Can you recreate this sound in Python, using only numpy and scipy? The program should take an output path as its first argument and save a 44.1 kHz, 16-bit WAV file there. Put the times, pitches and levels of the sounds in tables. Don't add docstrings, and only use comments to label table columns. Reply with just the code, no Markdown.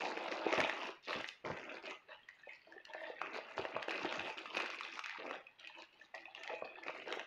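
import sys
import numpy as np
from scipy import signal
from scipy.fft import rfft, irfft
from scipy.io import wavfile
from scipy.ndimage import uniform_filter1d

SR = 44100
rng = np.random.default_rng(int(sys.argv[2]) if len(sys.argv) > 2 else 0)


def transcribe(signal):
    frames = np.atleast_2d(signal).T
    limited = np.clip(frames, -1, 1)
    pcm = np.round(limited * 32767).astype(np.int16)
    wavfile.write(sys.argv[1], SR, pcm)


N = 320166
TIME = np.arange(N) / SR
TOP_HZ = 15500

# (frequency [Hz], level [dB])
SHEET_SPECTRUM = [(90, -28), (330, -2), (620, 1), (1000, -3), (1450, -1), (2650, -1.3), (3300, -13.5),
                  (4500, -14.5), (7000, -27), (7600, -38.5), (12500, -47), (15000, -52)]


def wrapping():
    fold_db, panel_db, tick_db = effort()
    creases_per_s = 1200 * undb(0.2 * (fold_db - fold_db.mean()))
    creases = pinched(crumple(creases_per_s))
    panels = driven(band(creases, 130, 830, order=4), panel_db)
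    folds = driven(band(creases, 826, 3960, order=6), fold_db)
    ticks = driven(band(creases, 3540, TOP_HZ, order=4), tick_db)
    return panels + folds + ticks


def effort(attack_s=0.0018, jerk_db=2, jerks_per_s=22):
    # (start [s], length [s], crinkling folds [dB], flexing panels [dB over the folds],
    # finest ticks [dB over the folds])
    pulls = [(0.0, 0.073, -46.5, 4, -8), (0.082, 0.21, -51, 3, -10.5), (0.311, 0.21, -48.5, 4.5, -9),
             (0.477, 0.41, -48.5, -3, -11.5), (0.517, 0.029, -36.5, -0.5, -12),
             (0.572, 0.077, -39, 2.5, -15.5), (1.028, 0.26, -63.5, -41, 3), (1.071, 0.13, -47.5, 0, -7.5),
             (1.442, 0.037, -51, 5.5, -9.5), (1.5, 0.27, -53, -1, -13.5), (1.819, 0.1, -53.5, -1, -10),
             (2.082, 0.045, -56, -5.5, -15), (2.277, 0.44, -66, -12.5, -4.5),
             (2.464, 0.055, -58.5, -9, -14), (2.671, 0.11, -63.5, 3.5, -12.5),
             (2.868, 0.721, -56, -4.5, -14.5), (2.937, 0.21, -57.5, 2.5, -12), (3.21, 0.15, -55.5, -2, -46),
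             (3.332, 0.046, -53.5, 1, -6.5), (3.568, 0.17, -55, 3.5, -8.5), (3.738, 0.092, -51, 1.5, -14.5),
             (3.878, 0.42, -49, -0.5, -10), (4.368, 0.34, -52.5, -3, -7.5), (4.547, 0.1, -48, -1.5, -8.5),
             (4.726, 0.255, -52, -9, -7), (5.041, 0.13, -51, -21.5, -13.5), (5.184, 0.17, -54, 3.5, -13.5),
             (5.584, 0.25, -56, -10, -12.5), (5.769, 0.063, -63, 1.5, -3), (5.926, 0.12, -67.5, -0.5, -1.5),
             (6.139, 0.014, -53.5, -3, -12.5), (6.151, 0.16, -63, -1.5, -8.5), (6.358, 0.26, -56, -4, -12),
             (6.493, 0.034, -53, 7.5, -12.5), (6.642, 0.014, -48, -1.5, -15.5),
             (6.702, 0.25, -57, -3.5, -17), (6.861, 0.03, -50, 4.5, -10.5), (6.94, 0.1, -54, -1.5, -10.5),
             (7.058, 0.16, -51, 1, -10.5)]
    # (folds [dB/s], panels [dB/s], ticks [dB/s])
    release_rates = (289, 380, 242)
    # (folds [dB], panels [dB], ticks [dB])
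    settling_levels = (-68, -85, -82)
    power = undb(settling_levels)[:, None] ** 2 * np.ones(N)
    for start_s, length_s, fold_db, panel_db, tick_db in pulls:
        t = TIME[:int(length_s * SR) + SR // 2]
        rise = np.minimum(t / attack_s, 1)
        since_release_s = np.maximum(t - length_s, 0)
        for track, relative_db, release in zip(power, (0, panel_db, tick_db), release_rates):
            stroke = rise * undb(fold_db + relative_db - release * since_release_s)
            add(track, start_s, stroke ** 2)
    return 10 * np.log10(power) + jerk_db * walk(jerks_per_s)


def crumple(rate, wander_db=4.0, rub=0.05, spread_db=4.8, patchy_db=2.5, lag_s=0.00035,
            sharpness=4.2, octaves=0.5, count=30):
    at = np.flatnonzero(rng.random(N) < rate / SR)
    crease_size = undb(spread_db * np.minimum(rng.exponential(size=N)[at], 2.4))
    pitch_hz = 100 * 160 ** rng.random(N)[at]
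    out = np.zeros(N)
    for hz in np.geomspace(150, 14000, count):
        noise = rng.standard_normal(N)
        nearness = np.exp(-0.5 * (np.log2(hz / pitch_hz) / octaves) ** 2)
        lag = (lag_s * SR * np.abs(noise[at])).astype(int)
        start = np.minimum(at + lag, N - 1)
        patchiness = undb(patchy_db * np.minimum(noise[at - 1], 2))
        strength = crease_size * nearness * patchiness * np.sign(noise[at])
        kicks = np.bincount(start, strength, N) + rub * noise
        mode = signal.iirpeak(hz, sharpness, fs=SR)
        ringing = signal.lfilter(*mode, signal.lfilter(*mode, kicks))
        out += ringing * undb(wander_db * walk(rate=20))
    return colour(out, SHEET_SPECTRUM)


def driven(x, db):
    power = uniform_filter1d(uniform_filter1d(x ** 2, size=2600), size=1300)
    return undb(db) * x / np.sqrt(power + 0.029 * np.mean(power))


def pinched(x, slack=0.3, drift=0.07, wander_db=4):
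    # (from [s], to [s])
    pinches = [(1.97, 3.2), (5.42, 6.85)]
    # (frequency [Hz], width [Hz], level [dB])
    taut_modes = [(360, 33, -8), (608, 66, 3.5), (854, 50, -1), (1845, 98, 2), (2680, 140, -6.5),
                  (3200, 170, -5), (4060, 430, -7.5)]
    held = sum(1.0 * ((TIME > begin_s) & (TIME < end_s)) for begin_s, end_s in pinches)
    grip = uniform_filter1d(held, SR // 10)
    taut = np.zeros(N)
    for hz, width_hz, db in taut_modes:
        gain = undb(db + wander_db * walk(6.2))
        moving_hz = hz * np.exp(drift * walk(4.6))
        taut += gain * ring(x, moving_hz, width_hz)
    return x + grip * (taut + (slack - 1) * x)


def snaps(ring_s=0.0011, crack_s=0.001, softness=0.85, size=1400):
    # (time [s], ring level [dB], ring pitch [Hz], crack level [dB])
    ridges = [(0.1743, -29, 1710, -38.5), (0.3156, -35, 2550, -35), (0.5265, -28, 2290, -33),
              (0.5776, -25, 2020, -37), (0.603, -18, 2100, -27), (0.6394, -23.5, 2500, -40),
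              (0.6963, -21, 1900, -34), (1.1301, -25, 1890, -38), (1.2435, -27, 1930, -48),
              (1.287, -36.5, 2970, -33.5), (1.4505, -33, 2130, -60), (1.908, -35.5, 2076, -53.5),
              (2.2318, -54, 3210, -65), (2.2878, -36.5, 1930, -44), (2.434, -45.5, 1784, -62.5),
              (2.493, -40.5, 2184, -60), (2.522, -48, 1920, -54.5), (2.533, -49, 2630, -46),
              (2.7223, -43.5, 1690, -47), (2.7798, -40.5, 1797, -78.5), (2.8513, -67.5, 1880, -38.5),
              (2.9354, -36, 1770, -41), (3.2159, -24.5, 1320, -37.5), (3.5798, -27.5, 1120, -42),
              (3.6516, -30.5, 1810, -42.5), (3.7661, -28.5, 1070, -41), (3.8267, -31, 1780, -32.5),
              (3.884, -28.5, 1650, -58), (3.908, -27, 2340, -34), (4.125, -30.5, 2230, -35.5),
              (4.195, -28, 2600, -35), (4.3822, -30, 2900, -59), (4.4573, -35, 1240, -43),
              (4.55, -28.5, 2490, -45), (4.5696, -23.5, 2550, -29.5), (4.6005, -28.5, 1760, -32),
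              (4.608, -37, 2500, -40), (4.66, -30, 1430, -36), (4.7012, -36, 1160, -34),
              (4.7444, -37, 2380, -47), (4.809, -31.5, 1190, -34), (4.833, -39, 3500, -41),
              (4.992, -28, 1270, -31), (5.039, -33, 2270, -41), (5.0596, -30, 1530, -37),
              (5.095, -34.5, 1820, -36), (5.3102, -28, 1220, -40.5), (5.468, -41.5, 2570, -49),
              (5.5967, -51, 2810, -41), (5.6401, -47, 1920, -60.5), (5.6725, -36.5, 2710, -39),
              (5.8205, -62, 2560, -37), (5.927, -59, 2710, -56), (5.997, -63, 3300, -54.5),
              (6.0135, -43.5, 1770, -59), (6.1478, -39.5, 1874, -36.5), (6.2555, -36, 2580, -53.5),
              (6.3488, -33.5, 2790, -44), (6.434, -38.5, 2130, -37.5), (6.476, -32.5, 2000, -40),
              (6.835, -39, 2090, -41.5), (6.8825, -28.5, 2420, -45), (7.125, -27, 2200, -31.5),
              (7.195, -28.5, 1830, -40)]
    out, t = np.zeros(N), np.arange(size) / SR
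    for s, ring_db, hz, crack_db in ridges:
        decay_s = ring_s * undb(-softness * np.clip(ring_db + 35.0, -10, 6))
        ratios = np.exp(np.array([0, -1, 0.5]) * rng.uniform(0.49, 1, size=3))
        weights = np.array([2.2 * decay_s / ring_s + 1, 1, 1])
        modes = weights @ np.sin(2 * np.pi * hz * ratios[:, None] * t)
        note = band(modes * np.sqrt(t) * np.exp(-t / decay_s), 770, 3800, order=3)
        burst = rng.standard_normal(size) * t * np.exp(-t / crack_s)
        crack = band(colour(burst, SHEET_SPECTRUM), 3200, TOP_HZ)
        note_part = undb(ring_db) * note / np.abs(note).max()
        crack_part = undb(crack_db) * crack / np.abs(crack).max()
        add(out, s, note_part + crack_part)
    return out


def pops(rise_cycles=0.63, softness=0.41, size=2200):
    # (time [s], envelope level before the band-pass [dB], pitch [Hz])
    popping_panels = [(0.172, -35, 473), (0.465, -21.5, 435), (0.536, -24.5, 573), (0.585, -23, 573),
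                      (0.892, -39, 410), (1.152, -42, 525), (1.501, -32, 565), (2.472, -43, 572),
                      (2.762, -48, 416), (2.948, -35.5, 706), (3.1, -36.5, 510), (3.2155, -35.5, 830),
                      (3.386, -34.5, 600), (3.579, -35.5, 600), (3.591, -32.5, 413), (3.651, -30.5, 590),
                      (3.764, -27.5, 614), (3.882, -28.5, 520), (4.047, -30, 840), (4.0475, -31.5, 351),
                      (4.279, -37, 626), (4.567, -30, 557), (6.141, -41, 726), (6.2805, -48, 820),
                      (6.495, -40.5, 775), (6.504, -36, 528), (6.536, -34.5, 522), (6.622, -31, 592),
                      (6.784, -43, 830), (7.074, -37, 530), (7.126, -37, 442), (7.17, -37, 454)]
    out, t = np.zeros(N), np.arange(size) / SR
    for s, db, hz in popping_panels:
        age = hz * t / (rise_cycles * undb(-softness * min(db + 26, 0)))
        upper_hz = hz * rng.uniform(1.22, 1.92)
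        swing = np.sin(2 * np.pi * hz * t) + 0.48 * np.sin(2 * np.pi * upper_hz * t)
        add(out, s, undb(db) * age * np.exp(1 - age) * swing)
    return band(out, 200, 4000)


def tray(x, direct_db=-0.5):
    # (frequency [Hz], width [Hz], level [dB])
    tray_modes = [(329.5, 30, -6), (908, 9.8, -9.5), (1900, 51, -16.5), (2510, 86, -11)]
    ringing = sum(undb(db) * ring(x, np.full(N, hz), width_hz) for hz, width_hz, db in tray_modes)
    return undb(direct_db) * x + ringing


def nudges(decay_s=0.029, size=9000):
    # (time [s], peak level [dB])
    bumps = [(0.575, -33), (1.157, -41), (1.448, -42.5), (1.5, -38.5), (3.586, -41), (3.751, -46.5),
             (4.035, -43.5), (4.179, -45), (6.625, -54)]
    out, t = np.zeros(N), np.arange(size) / SR
    for s, db in bumps:
        bump = band(rng.standard_normal(size) * np.exp(-t / decay_s), 86, 380)
        add(out, s, undb(db) * bump / np.abs(bump).max())
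    return out


def kitchen(x, t60_s=0.47, tail_db=-5, gap_s=0.0059, size=22000):
    t = np.arange(size) / SR
    tail = rng.standard_normal(size) * undb(-60 * t / t60_s) * (t > gap_s)
    tail = band(tail / np.linalg.norm(tail), 520, 5600, order=1)
    return x + undb(tail_db) * signal.fftconvolve(x, tail)[:N]


def still_air(rms_db=-64.5):
    hush = colour(rng.standard_normal(N), [(45, -11.5), (150, -7.5), (2500, -6.5), (8000, -36)])
    return undb(rms_db) * hush / hush.std()


def suppress(x, memory=0.93, depth_db=-10, size=704):
    spectrum = signal.stft(x, nperseg=size)[2]
    power = np.abs(spectrum) ** 2
    hush = np.quantile(uniform_filter1d(power, size=10, axis=1), 0.03, axis=1)
    passed, gains = 0, []
    for now in power.T / (hush + 1e-20):
        excess = memory * passed + (1 - memory) * np.maximum(now - 1, 0)
        gain = np.maximum(excess / (1 + excess), undb(depth_db))
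        gains.append(gain)
        passed = gain ** 2 * now
    return signal.istft(spectrum * np.transpose(gains))[1][:N]


def ring(x, hz, width_hz):
    turn = np.exp(2j * np.pi * np.cumsum(hz) / SR)
    keep = np.exp(-np.pi * width_hz / SR)
    envelope = signal.lfilter([1 - keep], [1, -keep], x / turn)
    return 2 * np.real(turn * envelope)


def colour(x, points, size=2048):
    hz, db = np.transpose(points)
    log_hz = np.log(np.linspace(1, SR / 2, size // 2 + 1))
    cepstrum = irfft(np.log(undb(np.interp(log_hz, np.log(hz), db))))
    cepstrum[1:size // 2] *= 2
    cepstrum[size // 2 + 1:] = 0
    impulse_response = irfft(np.exp(rfft(cepstrum)))
    return signal.fftconvolve(x, impulse_response)[:len(x)]


def band(x, lo_hz, hi_hz, order=2):
    sos = signal.butter(order, [lo_hz, min(hi_hz, SR / 2 - 1)], "band", fs=SR, output="sos")
    return signal.sosfilt(sos, x + 1e-18)


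def walk(rate):
    return np.interp(TIME * rate, np.arange(1000), rng.standard_normal(1000))


def undb(db):
    return 10 ** (np.asarray(db) / 20)


def add(track, s, sound):
    i = max(int(s * SR), 0)
    track[i:i + len(sound)] += sound[:N - i]


def scene():
    parcel = tray(wrapping() + snaps() + pops())
    return (kitchen(parcel + nudges()) + still_air())[None]


def record(dry):
    low_pass = signal.ellip(8, 0.2, 70, TOP_HZ, fs=SR, output="sos")
    return signal.sosfilt(low_pass, suppress(dry[0]))[None]


dry = scene()
out = record(dry)
transcribe(out)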